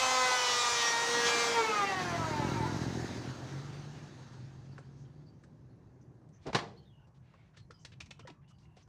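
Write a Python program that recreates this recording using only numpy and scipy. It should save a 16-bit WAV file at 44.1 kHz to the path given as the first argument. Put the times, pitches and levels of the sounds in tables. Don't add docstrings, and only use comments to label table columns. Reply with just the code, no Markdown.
import sys
import numpy as np
from scipy import signal
from scipy.fft import rfft, irfft
from scipy.io import wavfile
from scipy.ndimage import uniform_filter1d

SR = 44100
rng = np.random.default_rng(int(sys.argv[2]) if len(sys.argv) > 2 else 0)


def dump(signal):
    limited = np.clip(np.atleast_2d(signal).T, -1, 1)
    pcm = np.round(limited * 32767).astype(np.int16)
    wavfile.write(sys.argv[1], SR, pcm)


def ratio(d):
    e = np.asarray(d, float) / 20
    return 10 ** e


N = 391608

# freq_hz, density_db
YARD_SPECTRUM = [(15, -72.5), (25, -11), (144, 0.5), (209, -30.5), (331, -16), (457, -28.5), (614, -26.5),
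                 (1050, -27), (1270, -35.5), (1570, -33.5), (3720, -54.5), (6210, -44), (6920, -47),
                 (15500, -66)]
# time_s, level_db
TRAFFIC = [(4.0, -45.5), (4.6, -49), (6.3, -52), (7.6, -57), (8.1, -49.5), (8.88, -59)]
# start_s, length_s, first_hz, last_hz, level_db
CHIRPS = [(4.715, 0.039, 4600, 4600, -67), (5.258, 0.058, 4630, 4600, -69), (4.602, 0.23, 2730, 2640, -81),
          (5.046, 0.026, 3250, 3200, -75), (5.159, 0.057, 4600, 4600, -79), (5.691, 0.071, 4250, 4170, -82),
          (6.76, 0.025, 3900, 4430, -68), (6.77, 0.039, 4330, 4380, -64.5), (6.993, 0.058, 1470, 1490, -74),
          (6.76, 0.11, 3080, 3160, -75), (6.85, 0.051, 3720, 3500, -69), (6.895, .04, 3400, 3150, -71),
          (6.914, 0.16, 2920, 2780, -72.5), (7.572, 0.09, 4280, 4200, -73), (7.738, 0.06, 4960, 4900, -65),
          (7.737, 0.1, 3130, 3000, -75), (8.155, 0.13, 2990, 2980, -72), (8.44, 0.04, 2700, 2880, -76),
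          (8.472, 0.093, 2940, 2900, -72), (8.501, 0.029, 1280, 1220, -67), (8.532, 0.1, 4700, 4600, -80),
          (8.614, 0.16, 2800, 2730, -76.5), (7.8, .045, 7500, 7400, -76), (7.345, 0.028, 2550, 2700, -76),
          (6.81, .05, 4300, 4250, -78)]

# time_s, firing_rate_hz, level_db
BIKE = [(1.85, 43.6, -52), (2.2, 43.6, -36), (2.45, 43.8, -32.5), (2.75, 43.4, -33), (3.03, 43.3, -35.5),
        (3.5, 45.5, -44.5), (3.8, 48.5, -48), (4.04, 50.5, -56.5), (4.1, 42.4, -56), (4.45, 43.8, -51),
        (5.35, 50, -57)]
# time_s, lift_db
MISFIRES = [(2.36, -7), (2.58, -4), (2.69, -3), (2.925, -4.5), (3.065, -6), (3.225, -7), (3.27, -1),
            (3.33, -6), (3.4, -5), (4.13, -11)]
# time_s, level_db
ROAD = [(.75, -58), (1.45, -38), (1.67, -40), (2.4, -42.5), (2.83, -44.5), (3.19, -47.5), (4.2, -58.5),
        (5.4, -77), (6.4, -86)]
# freq_hz, density_db
BIKE_HISS = [(290, -27), (500, -1.5), (593, -6.5), (745, 0), (909, -2), (1030, -4.5), (1580, -6.5),
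             (2390, -12.5), (3460, -12.5), (6390, -12), (13000, -36.5), (15000, -36.5)]
# freq_hz, width_hz, level_db
COWLING = [(1730, 300, -5.5), (2700, 120, -10.5), (4580, 150, -3.5), (3943, 200, -5), (6400, 440, -7)]

# freq_hz, t60_s
PORCH = [(200, 0.63), (530, 0.58), (1390, 0.24), (3680, 0.2), (9700, 0.24)]
# start_s, peak_db, colour_hz, thud_rel_db, snap_rel_db
TICKS = [(4.3603, -59, 1114, -19, -16), (4.7792, -29.5, 1150, -6.5, -19), (5.436, -45, 1370, -4.5, -12),
         (6.213, -52, 550, -6, -20), (6.291, -74, 1410, -6, 2), (6.4659, -41, 1090, 10, 3),
         (6.482, -42, 1000, -2, -18), (6.8283, -70, 1100, 0.5, 2), (7.07, -60, 923, 5.5, -3.5),
         (7.337, -43, 1130, -5, -20), (7.5693, -45, 1800, -16, 0), (7.7062, -38, 1450, -15, -6.5),
         (7.848, -42, 4040, -37, 9.5), (7.918, -54, 1750, -18, 0), (8.0025, -32, 4000, -45, -2.5),
         (8.0065, -27.5, 2630, -45, -10), (8.015, -39, 2500, -30, -4), (8.058, -50, 6000, -10, 1),
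         (8.064, -52, 2400, -20, -14), (8.1065, -37, 3500, -20, 0.5), (8.1107, -34, 2500, -25, -10),
         (8.1925, -39, 1150, -6, -5), (8.2498, -48, 520, -6, -25), (8.272, -37, 1800, -20, -3),
         (8.2990, -43, 2450, -10, -7), (8.4757, -58, 2940, -40.5, -9), (8.766, -52.5, 1530, 3, 0),
         (8.772, -53, 2700, -5, -10), (8.874, -55, 900, 0, -8), (8.583, -62, 4400, -20, 0),
         (8.652, -58, 2130, -10, -15), (7.39, -60, 620, 0, -12)]
# start_s,
# length_s, level_db, centre_hz, width_hz
GRIT_BURSTS = [(4.947, 0.12, -73, 6100, 1500), (6.009, 0.028, -74, 6000, 800), (6.318, 0.074, -72, 6170, 600),
               (6.466, .006, -60, 7000, 8000), (6.478, .007, -56, 12000, 9000), (6.548, .04, -52, 13000, 5000),
               (7.53, .045, -75, 2500, 3000), (7.36, .1, -79, 2180, 200), (8.41, 0.047, -79, 1900, 900),
               (6.393, 0.22, -67, 3300, 6000), (6.456, 0.055, -55, 1490, 3500), (6.45, 0.069, -41.5, 295, 500),
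               (7.138, 0.052, -77, 3020, 4970), (7.19, 0.36, -75, 1600, 2600), (7.558, 0.06, -67, 3500, 3980),
               (7.785, 0.065, -69, 6200, 1500), (7.915, 0.032, -62, 2600, 2000), (8.268, 0.045, -60, 1600, 2500),
               (8.477, 0.048, -69, 6700, 4600), (8.58, 0.09, -75.5, 5600, 4000), (8.822, 0.022, -70, 5900, 900),
               (6.321, 0.099, -78.5, 1490, 1500), (8.752, 0.09, -69.5, 2970, 6100),
               (7.538, 0.021, -71, 1500, 150), (6.288, .008, -70, 7900, 4000), (5.43, 0.028, -71, 7300, 2200),
               (8.19, .03, -64, 2600, 900), (8.33, 0.093, -77, 1160, 120), (4.775, 0.033, -68, 7400, 2500)]
# start_s, pitch_hz, level_db, t60_s
RINGS = [(7.702, 470, -49, .06), (7.708, 1450, -45, 0.032), (8.21, 300, -52, .04), (8.231, 1320, -61, .1),
         (8.25, 520, -48, 0.098), (8.256, 1850, -60, .05), (8.274, 1800, -50, .025),
         (8.277, 960, -45, 0.058), (8.289, 380, -49.5, 0.092), (8.299, 700, -50, 0.045),
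         (8.302, 1000, -53, .02), (8.303, 298, -47, 0.069), (8.769, 735, -54, .06)]
# start_s, blow_db, crack_rel_db
KNOCKS = [
    (6.5285, -23, -15.5),
    (6.5455, -14.5, -8),
    (6.560, -28, -4),
    (6.584, -34, -1),
]
# freq_hz, level_db, t60_s
FRAME_MODES = [(95, -10, 0.14), (200, -1, .16), (353, -13, .07), (458, -8.5, 0.13), (663, -4, .045),
               (872, -6, .09), (1055, -12, .12), (1220, -10, .04), (1850, -8, .05), (2210, -9, .06)]
# freq_hz, density_db
RATTLE = [(59, -44), (100, -3.5), (205, -13), (626, -14), (695, -15), (1060, -12), (1340, -16.5),
          (1910, -17.5), (2410, -20.5), (4540, -20), (15400, -34.5)]

# time_s, drum_speed_hz, whine_db
PLANER = [(0.0, 258.7, -26.5), (0.2, 254.7, -28.5), (.56, 243.4, -28.5), (0.86, 234.5, -28.5),
          (0.94, 232.3, -31.5), (1.15, 237.2, -30), (1.55, 234, -29.5), (1.65, 221.4, -28),
          (1.8, 203.2, -26), (2.1, 173.6, -30.5), (2.38, 148, -34.5), (2.66, 123.7, -35),
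          (2.85, 107.3, -49)]
# multiple, powered_db, coasting_db
DRUM = [(1, -26.5, -22.5), (2, -10.5, -18.5), (3, -24, -28), (4, -15.5, -10), (5, -9.5, -14.5),
        (6, -11.5, -9.5), (7, -16.5, -20.5), (8, -10.5, -17.5), (9, -14.5, -17), (10, -8.5, -18.5),
        (11, -16.5, -16), (12, -12.5, -18.5)]
# freq_hz, level_db
HIGH_ORDERS = [(2500, -3), (4000, -3), (6700, -3.5), (7500, -9), (9000, -19), (11000, -28)]
# freq_hz, density_db
FAN = [(88, -56.5), (150, -29.5), (339, -15), (445, -7), (481, -4), (550, -7), (948, 1.5), (1540, -4.5),
       (2410, -5), (2700, -8), (6470, -5), (12800, -32), (15500, -29.5)]
# freq_hz, width_hz, lift_db
HOUSING = [(910, 140, 5.5), (1266, 350, 3.5)]
# time_s, half_length_s, multiple, lift_db
ORDER_SWELLS = [(.04, .07, 12, 11), (.15, .22, 4, 15.5), (0.18, .2, 3, 19.5), (0.17, 0.22, 1, 8),
                (.15, 0.04, 26, 5.5), (0.23, 0.36, 8, 7), (.3, 0.097, 6, 10), (.55, .07, 16, 8.5),
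                (.63, 0.11, 5, 4), (.65, .1, 30, 7.5), (.67, 0.103, 4, 6), (.97, 0.08, 4, 7.5), (0.27, 0.22, 2, 4),
                (1.03, 0.3, 8, 12), (.98, 0.22, 16, 5), (.75, 0.18, 24, 5.5), (1.37, 0.41, 2, 11),
                (1.3, 0.15, 7, 13.5), (1.36, 0.1, 5, -1.5), (1.42, 0.17, 9, 11.5), (1.42, 0.2, 10, 7.5),
                (1.63, 0.05, 3, 10), (1.76, 0.098, 6, 9.5), (1.85, 0.29, 10, 9.5), (2.39, 0.047, 6, 11.5),
                (2.62, 0.052, 7, 23.5), (2.47, 0.1, 10, 8), (2.203, 0.074, 8, 7), (0.46, 0.15, 12, 8),
                (1.62, 0.065, 2, 10), (1.77, .05, 2, -7), (2.03, .06, 2, 8.5), (1.575, .04, 4, 5),
                (1.65, .04, 4, -6), (1.37, .07, 4, -9), (1.744, 0.045, 4, 5), (1.98, .15, 5, -11),
                (1.04, .07, 5, -9), (1.0, .1, 6, 7), (1.5, .12, 6, 5.5), (1.26, .08, 11, 10.5), (0.87, .09, 11, 7),
                (.18, .08, 11, -10), (.94, .07, 10, 11), (.95, .2, 3, 6), (2.356, .06, 14, 9.5),
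                (2.65, .06, 8, 13), (2.15, .2, 21, 6), (1.67, .08, 7, 6), (2.25, .06, 6, -4.5),
                (0.13, 0.05, 15.0, -14.0), (0.13, 0.05, 22.0, -14.0), (0.21, 0.05, 23.0, -14.0),
           (0.27, 0.08, 19.0, -10.5), (0.29, 0.05, 3.0, 13.5), (0.3, 0.13, 31.0, -12.2),
           (0.31, 0.13, 27.0, -12.9), (0.37, 0.05, 16.0, -13.3), (0.38, 0.13, 4.0, 6),
           (0.39, 0.13, 26.0, -14.0), (0.67, 0.08, 9.0, -11.3), (0.69, 0.05, 13.0, -14.0),
           (0.74, 0.05, 20.0, -10.5), (0.89, 0.13, 25.0, 12.5), (0.91, 0.13, 28.0, -11),
           (0.92, 0.13, 23.0, 9), (1.05, 0.13, 24.0, 9.5), (1.11, 0.05, 19.0, -13.2),
           (1.12, 0.2, 32.0, -13), (1.14, 0.13, 10.0, -11.5), (1.17, 0.2, 21.0, -9.1),
           (1.21, 0.08, 16.0, -12.4), (1.22, 0.13, 8.0, 6.5), (1.22, 0.13, 29.0, -14.0),
           (1.34, 0.05, 27.0, -13.5), (1.67, 0.2, 28.0, -10.5), (1.86, 0.05, 22.0, -14.0),
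           (1.98, 0.054, 7.0, -16), (2.23, 0.08, 11.0, -14.0), (2.43, 0.13, 7.0, 12.5),
                (0.22, 0.12, 5, 6.2), (0.36, 0.07, 18, -9.7), (0.37, 0.12, 15, -7.3), (0.43, 0.04, 25, -10.2),
         (0.45, 0.04, 14, -9.0), (0.47, 0.2, 3, -6.8), (0.65, 0.07, 29, -11.8), (0.65, 0.12, 17, -7.3),
         (0.68, 0.07, 26, -8.4), (0.79, 0.07, 8, 6.5), (0.82, 0.2, 23, -4.7), (0.85, 0.2, 18, -6.3),
         (1.03, 0.04, 24, -9.9), (1.03, 0.2, 13, -7.7), (1.09, 0.12, 17, -10.3), (1.2, 0.07, 20, -9.0),
         (1.27, 0.12, 23, 8.2), (1.37, 0.12, 3, -7.4), (1.41, 0.07, 24, -10.9)]
# time_s, half_length_s, centre_hz, half_width_hz, lift_db
BAND_SWELLS = [
    (1.006, .13, 4330, 1900, -5.5),
    (1.253, .05, 5700, 1500, 2.5),
    (2.62, .12, 2100, 390, 7.5),
    (.05, .06, 4500, 2000, -4.5),
]


def evened(x):
    return x / np.sqrt(np.mean(x ** 2) + 1e-20)


def read(points, hz):
    f, value = np.transpose(points)
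    return np.interp(np.log(hz + 1), np.log(f + 1), value)


def curves(rows):
    s, *columns = np.transpose(rows)
    t = np.arange(N) / SR
    since_start = (t - s[0]) * (s[0] > 0) + (s[0] <= 0)
    gate = np.clip(np.minimum(since_start, s[-1] - t) / 0.1, 0, 1)
    return [np.interp(t, s, c) for c in columns] + [gate]


def add(mix, s, sound):
    part = mix[round(s * SR):][:len(sound)]
    part += sound[:len(part)]


def resonate(x, hz, width):
    turn = np.exp(2j * np.pi * np.cumsum(hz * np.ones(len(x))) / SR)
    r = np.exp(-np.pi * width / SR)
    return 2 * (turn * signal.lfilter([1 - r], [1, -r], x / turn + 1e-18)).real


def ring_twice(x, hz, width, next_hz, next_width):
    return evened(resonate(resonate(x, hz, width), next_hz, next_width))


def hiss(spectrum, patchy_db, flicker_db=0):
    frames, hz = N // 256 + 5, np.fft.rfftfreq(1024, 1 / SR)
    a, b, patches = rng.standard_normal((frames, 513, 3)).T
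    patches = uniform_filter1d(patches, size=12, axis=0)
    patches = evened(uniform_filter1d(patches, size=14, axis=1))
    flicker = evened(uniform_filter1d(a[0], size=5))
    level_db = read(spectrum, hz)[:, None] + patchy_db * patches + flicker_db * flicker
    z = (a + 1j * b) * ratio(level_db)
    return evened(signal.istft(z, nperseg=1024, noverlap=768)[1][:N])


def yard():
    t = np.arange(N) / SR
    drone_db, _ = curves(TRAFFIC)
    hum = ring_twice(rng.standard_normal(N), 126.4, 34, 150, 140)
    swell = np.clip(t - 3, .3, 1)
    cricket_hz = 10500
    cricket = ratio(-104) * ring_twice(rng.standard_normal(N), cricket_hz, 60, cricket_hz, 120)
    cricket = cricket * ratio(4 * evened(uniform_filter1d(rng.standard_normal(N), size=4000)) - 3)
    lull_db = -4 * np.exp(-((t - 8.47) / .14) ** 4)
    floor = ratio(-59 + lull_db) * hiss(YARD_SPECTRUM, patchy_db=2.0)
    return floor + swell * ratio(drone_db - 8.5) * hum + cricket


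def chirp(length, first_hz, last_hz, db):
    n = round(length * SR)
    glide_hz = np.linspace(first_hz, last_hz, n)
    frayed = evened(resonate(rng.standard_normal(SR // 4)[:n], glide_hz, 70))
    return ratio(db - 3 - np.linspace(0, 3, n)) * frayed * signal.windows.tukey(n, .3)


def bike_firings(rate, far):
    turns = np.cumsum(rate) / SR
    one_firing = round(2.627 * SR)
    at = np.flatnonzero(np.diff(np.floor(turns - turns[one_firing])))
    luck = rng.standard_normal((700, 3))[:len(at)]
    late = .0036 * SR * np.clip(1 - 3 * far[at], .3, 1) * luck[:, 0]
    fire = np.zeros(N)
    fire[np.clip(at + late.astype(int), 0, N - 1)] = -ratio(2 * luck[:, 1])
    crack_db = 3 * np.interp(np.arange(N), at, np.clip(luck[:, 2], -2.5, 1))
    return fire, -fire * ratio(crack_db)


def motorbike():
    rate, level_db, gate = curves(BIKE)
    t = np.arange(N) / SR
    misfire_s = 0.03
    level_db = level_db + sum(db * np.exp(-((t - s) / misfire_s) ** 2) for s, db in MISFIRES)
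    leaves_s, gone_s = 2.77, 5.93
    far = np.clip((t - leaves_s) / (gone_s - leaves_s), 0, 1)
    fire, bang = bike_firings(rate, far)

    pipe_s = .004
    boom = ring_twice(np.roll(fire, round(pipe_s * SR)), 122.0, 70, 105, 170)
    pop = ring_twice(resonate(bang, 300, 165), 340, 224, 320, 280)
    pop = pop + ratio(-14) * ring_twice(bang, 510, 250, 510, 300)

    hiss_db, hiss_gate = curves(ROAD)
    growl_db = np.clip(hiss_db + 2, -61.5, -44)
    tyres = hiss(BIKE_HISS, patchy_db=1.6, flicker_db=.9)
    tyres = tyres + sum(ratio(db) * resonate(tyres, hz, width) for hz, width, db in COWLING)
    dull = signal.lfilter(*signal.butter(2, 11000, fs=SR), tyres)
    tyres = dull + ratio(-9 * far) * (tyres - dull)
    growl = ring_twice(rng.standard_normal(N), 250, 220, 260, 290)

    hum_rise = np.clip((t - leaves_s) / 0.56, 0.14, 1)
    hum = hum_rise * ratio(3) * ring_twice(fire, 3 * rate, 9, 3 * rate, 25) / np.sqrt(2)
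    pipe = ratio(-2.5 * far - 2.0) * boom + ratio(-8.5 - 15.5 * far) * pop + hum
    road = ratio(hiss_db - 1.72) * tyres + ratio(growl_db - 3) * growl
    return gate * ratio(level_db) * -pipe + hiss_gate * road


def porch():
    taps = np.zeros(SR)
    at = np.arange(200, SR - 20, 20)
    taps[at + rng.integers(0, 20, len(at))] = rng.choice([-1., 1.], len(at))
    hz, t, z = signal.stft(taps, SR, nperseg=256)
    decay = ratio(-60 * t / read(PORCH, hz)[:, None])
    tail = signal.istft(z * decay, SR, nperseg=256)[1]
    return tail / np.linalg.norm(tail)


def tick(db, hz, thud_db, snap_db):
    t = np.arange(SR // 6) / SR
    t60 = .1 * ratio(-0.14 * (db + 37)) * (1000 / hz) ** 0.16
    grit = rng.standard_normal(len(t))
    bounce = 1 + 0.3 * (t > .007 + .004 * rng.random())
    snap = ring_twice(grit, 5500, 5400, 3000, 7700) * ratio(snap_db + 3.5 - 60 * t / (0.6 * t60))
    body = ring_twice(grit, hz, 0.24 * hz, hz, 2.8 * hz) * ratio(1.5 - 60 * t / (0.31 * t60))
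    thud = ring_twice(grit, 460, 480, 330, 840) * ratio(thud_db - 1.5 - 60 * t / t60)
    return ratio(db - 11.5) * (snap + body + thud) * bounce * np.minimum(t / 0.003, 1)


def scuff(length, db, hz, width):
    n = round(length * SR)
    grit = rng.standard_normal(SR // 2)[:n] * ratio(1.9 * rng.standard_normal(SR // 2)[:n])
    return ratio(db) * ring_twice(grit, hz, width, hz, 2 * width) * signal.windows.tukey(n, .5)


def ring(hz, db, t60):
    t = np.arange(SR // 8) / SR
    return ratio(db - 60 * t / t60) * np.sin(2 * np.pi * hz * t) * np.minimum(t / 0.0018, 1)


def knock(db, crack_db):
    t = np.arange(SR // 3) / SR
    modes = sum(ratio(d - 60 * t / min(t60, .25)) * np.sin(2 * np.pi * f * t) for f, d, t60 in FRAME_MODES)
    colour = ratio(read(RATTLE, np.fft.rfftfreq(len(t), 1 / SR)))
    grains = ratio(1.2 * evened(uniform_filter1d(rng.standard_normal(len(t)), size=90)))
    rattle = evened(irfft(rfft(rng.standard_normal(len(t))) * colour, len(t)) * grains)
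    dull = signal.lfilter(*signal.butter(2, 6500, fs=SR), rattle)
    shake = rattle * ratio(crack_db - 60 * t / 0.085) + dull * ratio(crack_db - 17.0 - 60 * t / 0.4)
    return ratio(db) * (ratio(-4.5) * modes / abs(modes).max() + shake) * np.minimum(t / 0.0035, 1)


def order_lift_db(k, t, order_hz):
    shell = sum(lift / (1 + (2 * (order_hz - f) / width) ** 2) for f, width, lift in HOUSING)
    order_swell = sum(lift * np.exp(-((t - s) / half) ** 4)
                 for s, half, order, lift in ORDER_SWELLS if round(order) == k)
    band_swell = sum(lift * np.exp(-((t - s) / half) ** 4 - ((order_hz - f) / width) ** 4)
                 for s, half, f, width, lift in BAND_SWELLS)
    return shell + order_swell + band_swell


def planer():
    n = 3 * SR
    drum_hz, cut_db, gate = (c[:n] for c in curves(PLANER))
    time, turns = np.arange(n) / SR, np.cumsum(drum_hz) / SR
    off_s, run_down_s = 1.433, 0.24
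    coast = np.clip((time - off_s) / run_down_s, 0, 1)
    air_db = -34.5 + 0.69 * (cut_db + 28) + np.clip(-33.5 * (time - off_s), -28, 0)
    air_db = air_db + 4 * np.exp(-((time - 1.28) / 0.022) ** 2)

    steps = np.arange(302)
    chance = rng.standard_normal((2, 46, 302))
    drift = evened(uniform_filter1d(chance[0], size=11, axis=1))
    drift = drift + .6 * evened(uniform_filter1d(chance[1], size=3, axis=1))
    whine = np.zeros(n)
    t, hz, whine_db, hiss_db, coasting = (c[::100] for c in (time, drum_hz, cut_db, air_db, coast))
    for k in range(1, 46):
        waver, wobble = (np.interp(t * 100, steps, row) for row in drift[[k, k - 1]])
        flicker = np.interp(t * 100, steps, evened(uniform_filter1d(chance[1, k], size=4)))
        if k <= 12:
            _, powered_db, coasting_db = DRUM[k - 1]
            db = whine_db - 6 + powered_db + (coasting_db - powered_db) * coasting
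            db = db + 1.5 * waver + 4 * coasting * flicker
        else:
            drive_db = np.maximum(hiss_db - 7, whine_db - 6 - .75 * k - 8 * (k % 2))
            db = drive_db + read(HIGH_ORDERS, k * hz) + 2.5 * waver - 1.5 * (k % 2) + 2.2
            db = db - 8 * coasting + 3 * coasting * flicker
        if k == 2:
            db = db - 30 * np.clip((175 - hz) / 30, 0, 1)
        db = db + order_lift_db(k, t, k * hz)
        slip = np.interp(time, t, .035 * (240 / hz) ** 3.2 * wobble)
        phase = k * turns + slip + rng.random()
        whine += np.interp(time, t, ratio(db)) * np.cos(2 * np.pi * phase)

    throb = 1 + .3 * np.cos(2 * np.pi * turns) + .2 * np.cos(4 * np.pi * turns)
    air = ratio(air_db) * throb * hiss(FAN, patchy_db=.7)[:n]
    small = signal.lfilter(*signal.butter(3, 210, "high", fs=SR), whine + air)
    return np.pad(gate * small, (0, N - n))


def scene():
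    tool, room, bike, floor = planer(), porch(), motorbike(), yard()
    frame, hits, birds = np.zeros((3, N))
    layers = ((frame, KNOCKS, knock), (hits, TICKS, tick), (hits, GRIT_BURSTS, scuff),
              (hits, RINGS, ring), (birds, CHIRPS, chirp))
    for mix, table, source in layers:
        for s, *row in table:
            add(mix, s, source(*row))
    frame = signal.lfilter(*signal.butter(5, 8000, fs=SR), frame) + ratio(-30) * frame
    hits = signal.lfilter(*signal.butter(3, 7600, fs=SR), hits) + ratio(-21) * hits
    thin = signal.lfilter(*signal.butter(2, 1300, "high", fs=SR), hits)
    sent = ratio(-7.5) * tool + ratio(-11) * frame + ratio(-10.5) * thin
    sent = sent + ratio(-12.0) * birds + ratio(-15.5) * bike
    wet = signal.fftconvolve(sent, room)[:N]
    return (tool + bike + floor + frame + hits + birds + wet)[None]


def low_pass(x):
    return signal.sosfilt(signal.butter(12, 16850, fs=SR, output="sos"), x)


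def record(dry):
    x = signal.lfilter(*signal.butter(2, 60, "high", fs=SR), dry)
    shelf = signal.lfilter(*signal.butter(3, 7500, fs=SR), x)
    x = shelf + ratio(-2.5) * (x - shelf)
    x = x + ratio(2.0) * resonate(resonate(x[0], 15000, 720), 15000, 890)
    band_edge = signal.firwin(511, 15500, window=("kaiser", 9), fs=SR)
    x = signal.oaconvolve(x, band_edge[None], "same")
    return low_pass(x)


dry = scene()
out = record(dry)
dump(out)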